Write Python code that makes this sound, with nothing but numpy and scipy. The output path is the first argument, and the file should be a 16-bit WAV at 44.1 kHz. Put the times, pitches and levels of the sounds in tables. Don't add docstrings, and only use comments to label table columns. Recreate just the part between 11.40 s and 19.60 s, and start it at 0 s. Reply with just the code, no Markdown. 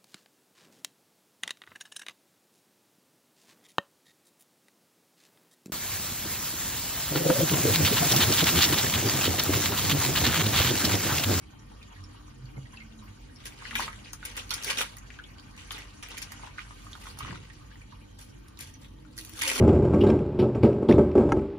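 import sys
import numpy as np
from scipy import signal
from scipy.fft import rfft, irfft, next_fast_len
from scipy.io import wavfile
from scipy.ndimage import uniform_filter1d

SR = 44100
rng = np.random.default_rng(int(sys.argv[2]) if len(sys.argv) > 2 else 0)


def nominal_scale(level):
    x = np.asarray(level, float) / 20
    return 10 ** x


def store_wav(level_fs):
    pcm = np.round(np.clip(np.atleast_2d(level_fs), -1, 1) * 32767)
    wavfile.write(sys.argv[1], SR, pcm.T.astype(np.int16))


N = 361619


def rms_one(x):
    return x / np.sqrt(np.mean(x ** 2) + 1e-20)


def at_hz(points, hz):
    points = np.array(points)
    return np.interp(np.log(hz), np.log(points[:, 0]), points[:, 1])


def drift(rate_hz):
    r = np.exp(-2 * np.pi * rate_hz * 40 / SR)
    white = rng.standard_normal(N // 40 + 2002)
    slow = rms_one(signal.lfilter([1], [1, -2 * r, r * r], white)[2000:])
    return np.interp(np.arange(N) / 40, np.arange(len(slow)), slow)


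def swell(s, db, rise_s, fall_s):
    t = np.arange(N) / SR - s
    away = np.where(t < 0, -t / rise_s, t / fall_s)
    return nominal_scale(db - 20 * np.minimum(away, 8))


def band(x, low_hz, high_hz):
    edges = [low_hz, min(high_hz, .45 * SR)]
    return signal.sosfilt(signal.butter(2, edges, "band", fs=SR, output="sos"), x)


def resonate(x, hz, width_hz):
    r = np.exp(-np.pi * width_hz / SR)
    poles = [1, -2 * r * np.cos(2 * np.pi * hz / SR), r * r]
    return signal.lfilter(np.array([1, 0, -1]) * (1 - r * r) / 2, poles, x)


def resonate_twice(x, hz, width_hz):
    return resonate(resonate(x, hz, width_hz), hz, width_hz)


# pitch in Hz, left-right likeness (-1 to 1)
LIKENESS = [(50, 1), (130, 0.92), (200, 1), (300, 0.038), (640, -0.79), (1300, 0.75), (2500, 0.75),
            (5000, -0.063)]
# pitch in Hz, left over right in dB
BALANCE = [(50, -1), (130, -3), (300, 3), (600, 8.5), (1200, -0.5)]


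def paired(hz):
    mid, side = rng.standard_normal((2, N))
    alike = np.clip(at_hz(LIKENESS, hz), -1, 1)
    lean = nominal_scale(at_hz(BALANCE, hz) / 2 * np.array([[1], [-1]]))
    return lean * (np.sqrt(1 + alike) * mid + np.sqrt(1 - alike) * side * [[1], [-1]]) / np.sqrt(2)


def coloured(source, spectrum, patchy_db, rate_hz):
    low_end, high_end = spectrum[0][0], spectrum[-1][0]
    edges = np.geomspace(low_end, high_end, round(3 * np.log2(high_end / low_end)))
    out = 0
    for low, high in zip(edges, edges[1:]):
        hz = np.sqrt(low * high)
        gain = nominal_scale(at_hz(spectrum, hz) + patchy_db * drift(rate_hz))
        out = out + gain * band(source(hz), low, high)
    return rms_one(out)


def grains(per_s, spread_db, wander=0):
    at = np.flatnonzero(rng.random(N) < per_s / SR)
    size, sign, place = rng.random((3, N // 4))[:, :len(at)]
    clicks = nominal_scale(spread_db * np.minimum(-np.log(size), 3.2)) * np.sign(sign - .5)
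    out = np.full((2, N), 1e-18)
    out[0, at] = clicks
    shift = (wander * (2 * place - 1)).astype(int)
    out[1, np.clip(at + shift, 0, N - 1)] = clicks
    return out if wander else out[0]


def add(out, s, sound, pan_db, lag=0):
    start = round(s * SR)
    for side, at in enumerate((start, start + lag)):
        out[side, at:at + len(sound)] += sound[:N - at] * nominal_scale(pan_db * (.5 - side))


FILM_WANDER = 11
# start in seconds, peak in dB, ring in Hz,
# brightness in dB
CREASES = [(2.0572, -34, 2600, -13), (2.123, -40.5, 2250, -16), (2.2214, -35.5, 1010, -28),
           (2.2525, -29, 1710, -31), (2.3093, -31.5, 1850, -44), (2.3465, -33, 2700, -21),
           (2.3535, -16, 2400, -23), (2.3568, -21, 1610, -10), (2.3945, -20.5, 1000, -28),
           (2.4025, -20.5, 1570, -8), (2.4462, -27, 2270, -30), (2.4785, -28, 1220, -30),
           (2.529, -33, 1880, -56), (2.659, -36.5, 2520, -48), (2.732, -21.5, 5850, -1),
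           (2.828, -33.5, 1320, -36), (2.8518, -22, 2500, -0.5), (2.8565, -21, 2200, 1),
           (2.967, -27, 2500, -4), (2.9566, -35, 1710, -14), (2.9758, -38, 1180, -9),
           (3.093, -34, 4300, -16), (3.1063, -17, 4200, -10), (3.1125, -30, 4020, -3),
           (3.1368, -20, 5240, -19), (3.1409, -18.5, 5040, -2), (3.225, -34, 4530, 1),
           (3.2345, -24.5, 6000, -7), (3.2448, -18, 4060, 0), (3.2886, -23, 2820, -26),
           (3.2952, -27.5, 1390, -27), (3.299, -22, 2800, -29), (3.3045, -23.5, 3240, -22),
           (3.3735, -26.5, 2970, -16), (3.387, -25.5, 1610, -8), (3.3955, -24, 3900, 4),
           (3.4108, -22.5, 1330, -28), (3.414, -19.5, 3180, -5), (3.424, -29, 3050, -12),
           (3.5685, -33, 2010, -3.5), (3.703, -35, 1970, -51),
           (4.1769, -40.5, 2200, -31), (4.3067, -25.5, 2880, -27), (4.318, -26, 1970, -0.5),
           (4.324, -32.5, 2600, -1), (4.331, -45, 2200, -18), (4.38, -33, 2000, -10),
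           (4.42, -36, 2580, -40), (4.626, -30.5, 2600, -6), (4.686, -31.5, 2640, -6),
           (4.715, -35, 3900, -32), (4.6615, -36, 2270, -28), (4.77, -32, 2770, -13),
           (4.7765, -29.5, 2040, -7), (4.818, -24, 2430, -7.5), (4.825, -24.5, 5400, -20),
           (4.9193, -29.5, 1870, -2), (4.995, -43.5, 1090, -37), (5.071, -37.5, 935, -40),
           (5.182, -26.5, 1390, -43), (5.307, -36.5, 1130, -39), (5.53, -32, 3740, -38),
           (5.552, -35.5, 1090, -43), (5.668, -34.5, 1200, -33), (5.7878, -30.5, 1230, 1),
           (5.8057, -28, 1180, -20), (5.826, -40, 1500, -25), (5.869, -35, 1730, -35),
           (5.907, -35.5, 1420, -29), (5.955, -38, 1280, -26), (5.848, -32, 1110, -44),
           (5.8872, -38, 1040, -49), (5.9275, -34.5, 1030, -38),
           (6.133, -43, 5500, 13), (6.356, -44, 1980, -19), (6.81, -44, 6000, 14), (6.845, -46, 6000, 10),
           (7.083, -43, 5500, 8), (7.811, -34.5, 3500, 2), (7.173, -41, 3730, -31), (7.19, -29, 2440, -4),
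           (7.208, -22, 2300, 2), (7.7778, -26.5, 1810, 0), (7.786, -27.5, 4330, -3),
           (7.848, -33, 4500, 10), (7.894, -33, 2800, 3), (7.978, -39, 3120, -8), (7.9914, -24, 2930, -4),
           (8.013, -22, 2600, -25), (8.0178, -17, 2100, -3), (8.021, -17.5, 2000, -10.5),
           (8.023, -34, 2200, -6), (8.031, -32, 1900, -20), (8.048, -31, 2400, -30),
           (8.053, -24, 2490, -30), (8.075, -17, 2480, 1), (8.0787, -15, 2380, 3), (8.085, -30, 2600, 7),
           (8.091, -21, 2410, -14), (8.099, -18, 2340, -23), (8.115, -15.5, 2050, -19),
           (8.133, -34, 2780, -18), (8.16, -25, 2200, -18), (8.18, -35, 2200, -9),
           (4.742, -41, 980, -25), (5.191, -30.5, 2170, -23), (5.204, -36, 2600, -25),
          (5.279, -41.5, 1200, -36), (5.467, -39, 1080, -30), (5.655, -40, 1300, -22),
          (5.69, -53, 1300, -20), (5.71, -48, 1500, -18), (5.773, -39.5, 1100, -10),
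          (5.878, -37, 1180, -32), (5.94, -52, 1500, -20), (5.975, -43, 2470, -22), (7.792, -33.5, 2200, 2),
          (1.178, -47, 686, -45), (0.428, -41, 3500, -18), (1.268, -50, 3200, -25), (1.523, -47, 3500, -22),
          (2.369, -32, 2800, -15), (2.415, -35, 2200, -20), (2.428, -35, 3430, -20),
          (2.328, -35.5, 1040, -40), (2.468, -39, 1050, -37), (2.733, -35.5, 1190, -28),
          (3.109, -38, 1800, -25), (3.2, -56, 1350, -35), (3.584, -35, 6500, -9), (3.645, -50, 1100, -35),
          (3.741, -41.5, 2960, -18), (3.942, -57.5, 3300, -40), (3.997, -40, 4470, -42),
          (4.109, -49.5, 5000, -14), (4.165, -42, 7000, -8), (4.3088, -33.5, 1070, -35),
          (4.651, -39, 2300, -25), (4.716, -39.5, 1150, -35), (4.781, -27, 6030, -10),
          (4.918, -40.5, 1170, -30), (7.986, -40.5, 1020, -40), (8.079, -39, 535, -50),
          (8.114, -31, 530, -50), (8.176, -33, 1000, -40)]


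def snaps():
    out, t = np.zeros((2, N)), np.arange(2600) / SR
    rows = CREASES
    fade = np.minimum(t / 0.0005, 1) * (np.exp(-t / 0.0018) + 0.25 * np.exp(-t / 0.008))
    for (s, db, hz, bright_db), (noise, dice) in zip(rows, rng.standard_normal((len(rows), 2, 2600))):
        rattle = noise * nominal_scale(4.36 * dice) * fade
        clatter = 0.91 * rms_one(band(rattle, 0.62 * hz, 2.4 * hz))
        ring = 4.7 * rms_one(resonate(resonate(rattle, hz, 0.3 * hz), hz, 1.14 * hz))
        front = nominal_scale(1.11 * (bright_db + 18.5)) * rms_one(band(rattle, 2630, 13600))
        sound = clatter + ring + front
        pan_db = 6.5 * np.tanh(dice[-1]) - 0.5
        lag = int(FILM_WANDER * np.tanh(dice[-2]))
        add(out, s, nominal_scale(db + 1.5) * sound / np.abs(sound).max(), pan_db, lag)
    return out


# peak time in seconds, peak in dB, fall in seconds, brightness in dB, low body in dB
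TUGS = [(2.06, -34, 0.026, 0.5, -11), (2.358, -35, 0.11, -2, -10), (2.971, -32.5, 0.055, -6, -8),
        (3.109, -35.5, 0.16, -11, -9.5), (3.377, -28, 0.097, -6, -12), (4.178, -46.5, 0.19, -16, -10),
        (4.315, -41.5, 0.23, -11, -3.5), (4.632, -38.5, 0.022, -26, -9.5), (4.825, -37.5, 0.016, 1, -19),
        (5.18, -49, 0.14, -40, -28), (5.8, -48, 0.51, -30, -8), (6.791, -53.5, 0.13, 4.5, -9),
        (7.344, -62, 0.18, -16, -16), (7.417, -55, 0.13, -4, 0), (7.77, -59, 0.22, 13.5, -1),
        (8.017, -28.5, 0.088, -3, -21), (8.075, -32, 0.072, 3, -5.5), (8.15, -39, 0.26, 2, 2.5)]
# peak time in seconds, peak in dB, rise in seconds, fall in seconds, brightness in dB
SQUEEZES = [(2.3, -47, 0.46, 0.33, -31), (2.411, -34.5, 0.11, 0.12, -8.5), (2.694, -52, 0.3, 0.064, -37),
            (2.852, -46, 0.068, 0.4, -10), (3.302, -28, 0.073, 0.046, -4.5), (3.411, -30, 0.1, 0.047, -7.5),
            (3.77, -62, 0.22, 0.059, -26), (4.1, -58, 0.033, 0.036, -9), (4.48, -64, 0.32, 0.053, -27),
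            (4.72, -45.5, 0.1, 0.37, -26), (5.05, -47.5, 0.069, 0.063, -21),
            (5.71, -51.5, 0.53, 0.05, -1.5), (5.95, -46, 0.42, 0.022, -32), (7.207, -45.5, 0.021, 0.11, 3),
            (7.95, -60, 0.91, .1, -12), (8.12, -33, 0.17, 0.23, 1)]
# pitch in Hz, density in dB per Hz
FILM_COLOUR = [(700, -14), (1100, 0), (1700, 0.5), (2600, 5), (4000, 0), (6500, -4), (8500, -6)]


def crumple():
    tug_rise_s, squeeze_body_db = 0.0069, -7
    moves = [(s, db, tug_rise_s, *rest) for s, db, *rest in TUGS]
    moves += [(*row, squeeze_body_db) for row in SQUEEZES]
    power = uniform_filter1d([swell(*move[:4]) ** 2 for move in moves], size=300)
    bright_db, body_db = np.transpose(moves)[4:]
    level = np.sqrt(power.sum(axis=0))
    bright = np.sqrt(nominal_scale(2 * bright_db) @ power)
    low = np.sqrt(nominal_scale(2 * body_db) @ power)

    clumps = nominal_scale(5.5 * drift(70.0))
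    clicks = rms_one(grains(1800 * clumps, 4.0, FILM_WANDER))

    def creases(hz):
        return clicks + 0.53 * rms_one(grains(450.0 * clumps, 7.2, FILM_WANDER))

    mid = coloured(creases, FILM_COLOUR, patchy_db=2.5, rate_hz=24)
    top = nominal_scale(-1.0) * rms_one(band(clicks, 3500, 11900))
    body = nominal_scale(-5.0) * rms_one(band(band(clicks, 206, 900), 250, 1130))
    return level * mid + bright * top + low * body


# start in seconds, peak in dB, ring in Hz, left over right in dB
SPITS = [(0.082, -58, 3060, 5), (0.192, -53.5, 5610, 0), (0.604, -59, 3730, 0), (0.696, -60, 1140, 2),
         (0.997, -64, 2420, 0), (1.165, -52, 2150, -5), (1.23, -56, 4570, 5), (1.321, -52, 6200, 2),
         (1.3316, -49.5, 1040, -1), (1.362, -52, 4630, 0), (1.888, -59, 1540, 0), (1.908, -59, 1820, -6),
         (2.002, -58, 3100, -6), (0.134, -54.5, 870, 11), (0.313, -49.5, 880, 2), (0.414, -51, 2520, 1),
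         (0.513, -49, 905, 1.5), (0.56, -49.5, 1930, 1), (0.639, -45, 5330, 0), (0.745, -52, 990, 5),
         (0.88, -55, 1120, 1), (1.055, -49.5, 4560, 2), (1.256, -50, 1870, -2), (1.34, -48, 1840, 2),
         (1.371, -41, 2610, 2.0), (1.402, -42.5, 2170, 2), (1.418, -45, 2240, -3), (1.513, -61, 2770, 12),
         (1.59, -52.5, 3750, 3), (1.624, -49, 1040, 0), (1.959, -45.5, 5400, 2), (3.788, -38, 1570, 1),
         (3.838, -43.5, 3340, 3), (3.982, -49, 4700, 2), (3.983, -53, 3150, 0), (3.799, -44, 1550, 0),
         (3.703, -47, 1790, 3), (7.584, -60, 900, 0), (5.033, -37.5, 806, 0), (6.1, -45, 1840, -4),
         (6.313, -51, 1720, 2), (6.354, -55.5, 880, -3), (6.416, -48, 2440, -1), (6.523, -44.5, 1030, -3),
         (7.339, -45.5, 6000, -4), (7.649, -55, 1400, 13)]


def spits():
    out, t = np.zeros((2, N)), np.arange(2000) / SR
    for (s, db, hz, pan_db), noise in zip(SPITS, rng.standard_normal((len(SPITS), 2000))):
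        burst = noise * np.exp(-t / .006)
        ring = rms_one(resonate_twice(burst, hz, 100 + .09 * hz))
        click = .35 * rms_one(band(burst * np.exp(-t / .002), .7 * hz, 1.9 * hz))
        sound = ring + click
        add(out, s, nominal_scale(db + 4.0) * sound / np.abs(sound).max(), pan_db)
    return out


# time in seconds, level in dB
SIZZLE = [
    (0.0, -64.5),
    (1.5, -62),
    (1.9, -72.5),
    (4.0, -92),
    (6.2, -60.5),
    (7.2, -65),
    (8.2, -80),
]
# peak time in seconds, level in dB, rise in seconds, fall in seconds
BUSY = [
    (1.334, -53, 0.021, 0.06),
    (2.33, -54.5, 0.6, 0.75),
    (3.33, -50.5, 0.82, 0.5),
    (4.32, -74, 0.54, 0.51),
    (4.82, -55.5, 0.21, 1),
    (5.64, -56.5, 13, 0.47),
    (8.2, -52, 0.076, .1),
]
# pitch in Hz, density in dB per Hz
SIZZLE_COLOUR = [(600, -2), (1100, 0), (1500, -3), (2400, -1.5), (3500, -6), (5500, -8.5), (7500, -6),
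                 (11000, -17), (16000, -34)]


def sizzle():
    s, db = np.transpose(SIZZLE)
    level_db = uniform_filter1d(np.interp(np.arange(N) / SR, s, db), size=300)
    level = np.sqrt(nominal_scale(2 * level_db) + sum(swell(*row) ** 2 for row in BUSY))
    fizz = coloured(lambda hz: grains(600.0, 7.3), SIZZLE_COLOUR, patchy_db=2.4, rate_hz=13.7)
    return level * nominal_scale(-0.5 + .9 * drift(8.0)) * fizz


# pitch in Hz, width in Hz, level in dB
PAN_RINGS = [(885, 17, -72.5), (1140, 190, -70), (1847, 28, -79), (3140, 84, -75)]


def pan_rings():
    return sum(nominal_scale(db + 3.2 * drift(2.5)) * rms_one(resonate(paired(hz), hz, width_hz))
               for hz, width_hz, db in PAN_RINGS)


# pitch in Hz, density in dB per Hz
FLAME_COLOUR = [(600, -24), (1300, -9), (2500, -17), (4200, 9.5), (5200, 2), (7500, -4), (11000, -1.5),
                (16000, -7)]


def flame():
    jet = paired(5000)
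    return nominal_scale(-71.5) * coloured(lambda hz: jet, FLAME_COLOUR, patchy_db=4.0, rate_hz=11.6)


# peak time in seconds, level in dB, length in seconds, pitch in Hz
GROANS = [(1.044, -38.5, 0.05, 126), (1.194, -38.5, 0.065, 136), (1.247, -43, 0.04, 118),
          (1.419, -53, 0.21, 219.6), (1.599, -49.5, 0.18, 217.3), (2.352, -47.5, 0.12, 233),
          (2.52, -58, 0.26, 217), (7.677, -54, 0.16, 302), (7.818, -53, 0.11, 320),
          (7.941, -49.5, 0.035, 318), (8.053, -51, 0.065, 303), (0.61, -44, 0.11, 95.5),
          (1.699, -47, 0.075, 99), (2.42, -46.5, 0.024, 320), (8.18, -42, 0.047, 269),
          (8.082, -41, 0.029, 533), (8.116, -43.5, 0.032, 524)]


def groans():
    out, sag_per_s = 0, 0.4
    for s, db, length_s, hz in GROANS:
        t = np.arange(N) / SR - s
        turns = 2 * np.pi * hz * t * (1 - sag_per_s * t / 2)
        tone = np.sin(turns) + nominal_scale(-21.5) * np.sin(2 * turns)
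        out = out + np.sqrt(2) * swell(s, db, length_s, length_s) * tone
    return out * nominal_scale([[-1.2], [1.2]])


# peak time in seconds, rumble in dB, rise in seconds, fall in seconds
THUDS = [
    (1.179, -38, 0.04, 0.041),
    (2.398, -48, 0.14, 0.23),
    (5.842, -45, 0.082, 0.088),
    (5.924, -37.5, 0.17, 0.15),
    (8.2, -66, 0.073, .1),
]
# pitch in Hz, density in dB per Hz
THUD_COLOUR = [(45, -6), (65, 0), (125, -1), (200, -9), (330, -14), (600, -27), (900, -34), (1500, -50)]


def thuds():
    level = np.sqrt(sum(swell(*row) ** 2 for row in THUDS))
    return level * coloured(paired, THUD_COLOUR, patchy_db=4.0, rate_hz=94)


# pitch in Hz, width in Hz, level in dB
MOTOR = [(45, 14, -56), (94.7, 6.9, -58), (129.4, 22.4, -60), (200, 12.8, -65.5), (242.3, 2, -66.5),
         (299.3, 4.4, -64.5), (491, 14, -72)]
# pitch in Hz, density in dB per Hz
FAN_AIR = [(18, 10), (30, -19), (54, 5), (70, -3.5), (102, 1.5), (137, -8), (157, -19.5), (244, -4),
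           (367, -13), (754, -27.5), (1030, -29), (1500, -40), (1950, -55), (3300, -120)]


def fan():
    shaft_hz = 47.9 + 0.21 * drift(0.99)
    shaft = np.sqrt(2) * nominal_scale(-55) * np.sin(2 * np.pi * np.cumsum(shaft_hz) / SR)
    orders = sum(nominal_scale(db) * rms_one(resonate_twice(paired(hz), hz, 2 * width_hz)) for hz, width_hz, db in MOTOR)
    air = nominal_scale(-53.5) * coloured(paired, FAN_AIR, patchy_db=2.5, rate_hz=3.84)
    return shaft * nominal_scale([[-.6], [.6]]) + orders + air


def kitchen(x, wet_db, lag=31):
    t60_s, wall_cut_hz = 0.11, 6700
    t = np.arange(SR // 2) / SR
    dull = np.exp(-2 * np.pi * wall_cut_hz / SR)
    white = rng.standard_normal((2, len(t)))
    fade = nominal_scale(-60 * t / t60_s) * np.clip(t / 0.0042, 0, 1)
    early_highs = 0.27 * white * nominal_scale(-60 * t / 0.0077)
    tail = fade * (signal.lfilter([1 - dull], [1, -dull], white) + early_highs)
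    tail = nominal_scale(wet_db) * tail / np.sqrt(np.sum(tail ** 2, axis=1, keepdims=True))
    tail[[1, 0], [0, lag]] = 1
    size = next_fast_len(N + len(t))
    wet = irfft(rfft(x * np.ones((2, 1)), size) * rfft(tail, size), size)[:, :N]
    return wet / np.sqrt(1 + nominal_scale(2 * wet_db))


def scene():
    film = kitchen(snaps(), -6, lag=0) + kitchen(crumple(), -4, lag=0)
    pan = kitchen(spits(), -6) + kitchen(sizzle(), 5)
    return film + pan + pan_rings() + flame() + groans() + thuds() + fan()


# pitch in Hz, threshold below which a chance of spread 1 mutes the strip
BLINKS = [(3500, -3), (4800, -1.2), (6500, -1.1), (7400, -.5), (7700, .6), (8800, .6), (9100, -1.2),
          (11300, -1.3), (13800, 0), (14600, -.6), (15600, .4)]


def blink(x):
    hz, t, cells = signal.stft(x, SR, nperseg=1024)
    dice = rng.standard_normal((len(hz) // 4 + 1, len(t)))
    dice = uniform_filter1d(dice, size=5) * np.sqrt(5)
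    kept = np.repeat(dice, 4, axis=0)[:len(hz)] > at_hz(BLINKS, hz + 1)[:, None]
    return signal.istft(cells * (.03 + .97 * kept), SR, nperseg=1024)[1][:N]


def top_cut(x):
    return signal.sosfilt(signal.butter(12, 16630, fs=SR, output="sos"), x)


# pitch in Hz, sum in dB,
# difference in dB
SUM_DIFFERENCE = [(7400, 0, 0), (7600, -4, 2), (8900, -4, 2), (9050, 1, 0), (9500, 2, -3), (9700, 3, -18),
                  (11100, 3, -18), (11700, 0, 0), (11850, -12, 2), (13700, -12, 2), (13800, 5, -6), (14300, 6, -20),
                  (15500, 6, -22), (15850, -34, -40), (16600, -40, -46)]


def record(dry):
    left, right = signal.sosfilt(signal.butter(4, 38, "high", fs=SR, output="sos"), dry)
    size = next_fast_len(N)
    hz = np.arange(size // 2 + 1) * SR / size
    port_hz, sum_db, difference_db = np.transpose(SUM_DIFFERENCE)
    mid = irfft(rfft(left + right, size) * nominal_scale(np.interp(hz, port_hz, sum_db)), size)[:N] / 2
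    side = irfft(rfft(left - right, size) * nominal_scale(np.interp(hz, port_hz, difference_db)), size)[:N] / 2
    mid = blink(mid)
    return top_cut(np.array([mid + side, mid - side]))


dry = scene()
out = record(dry)
store_wav(out)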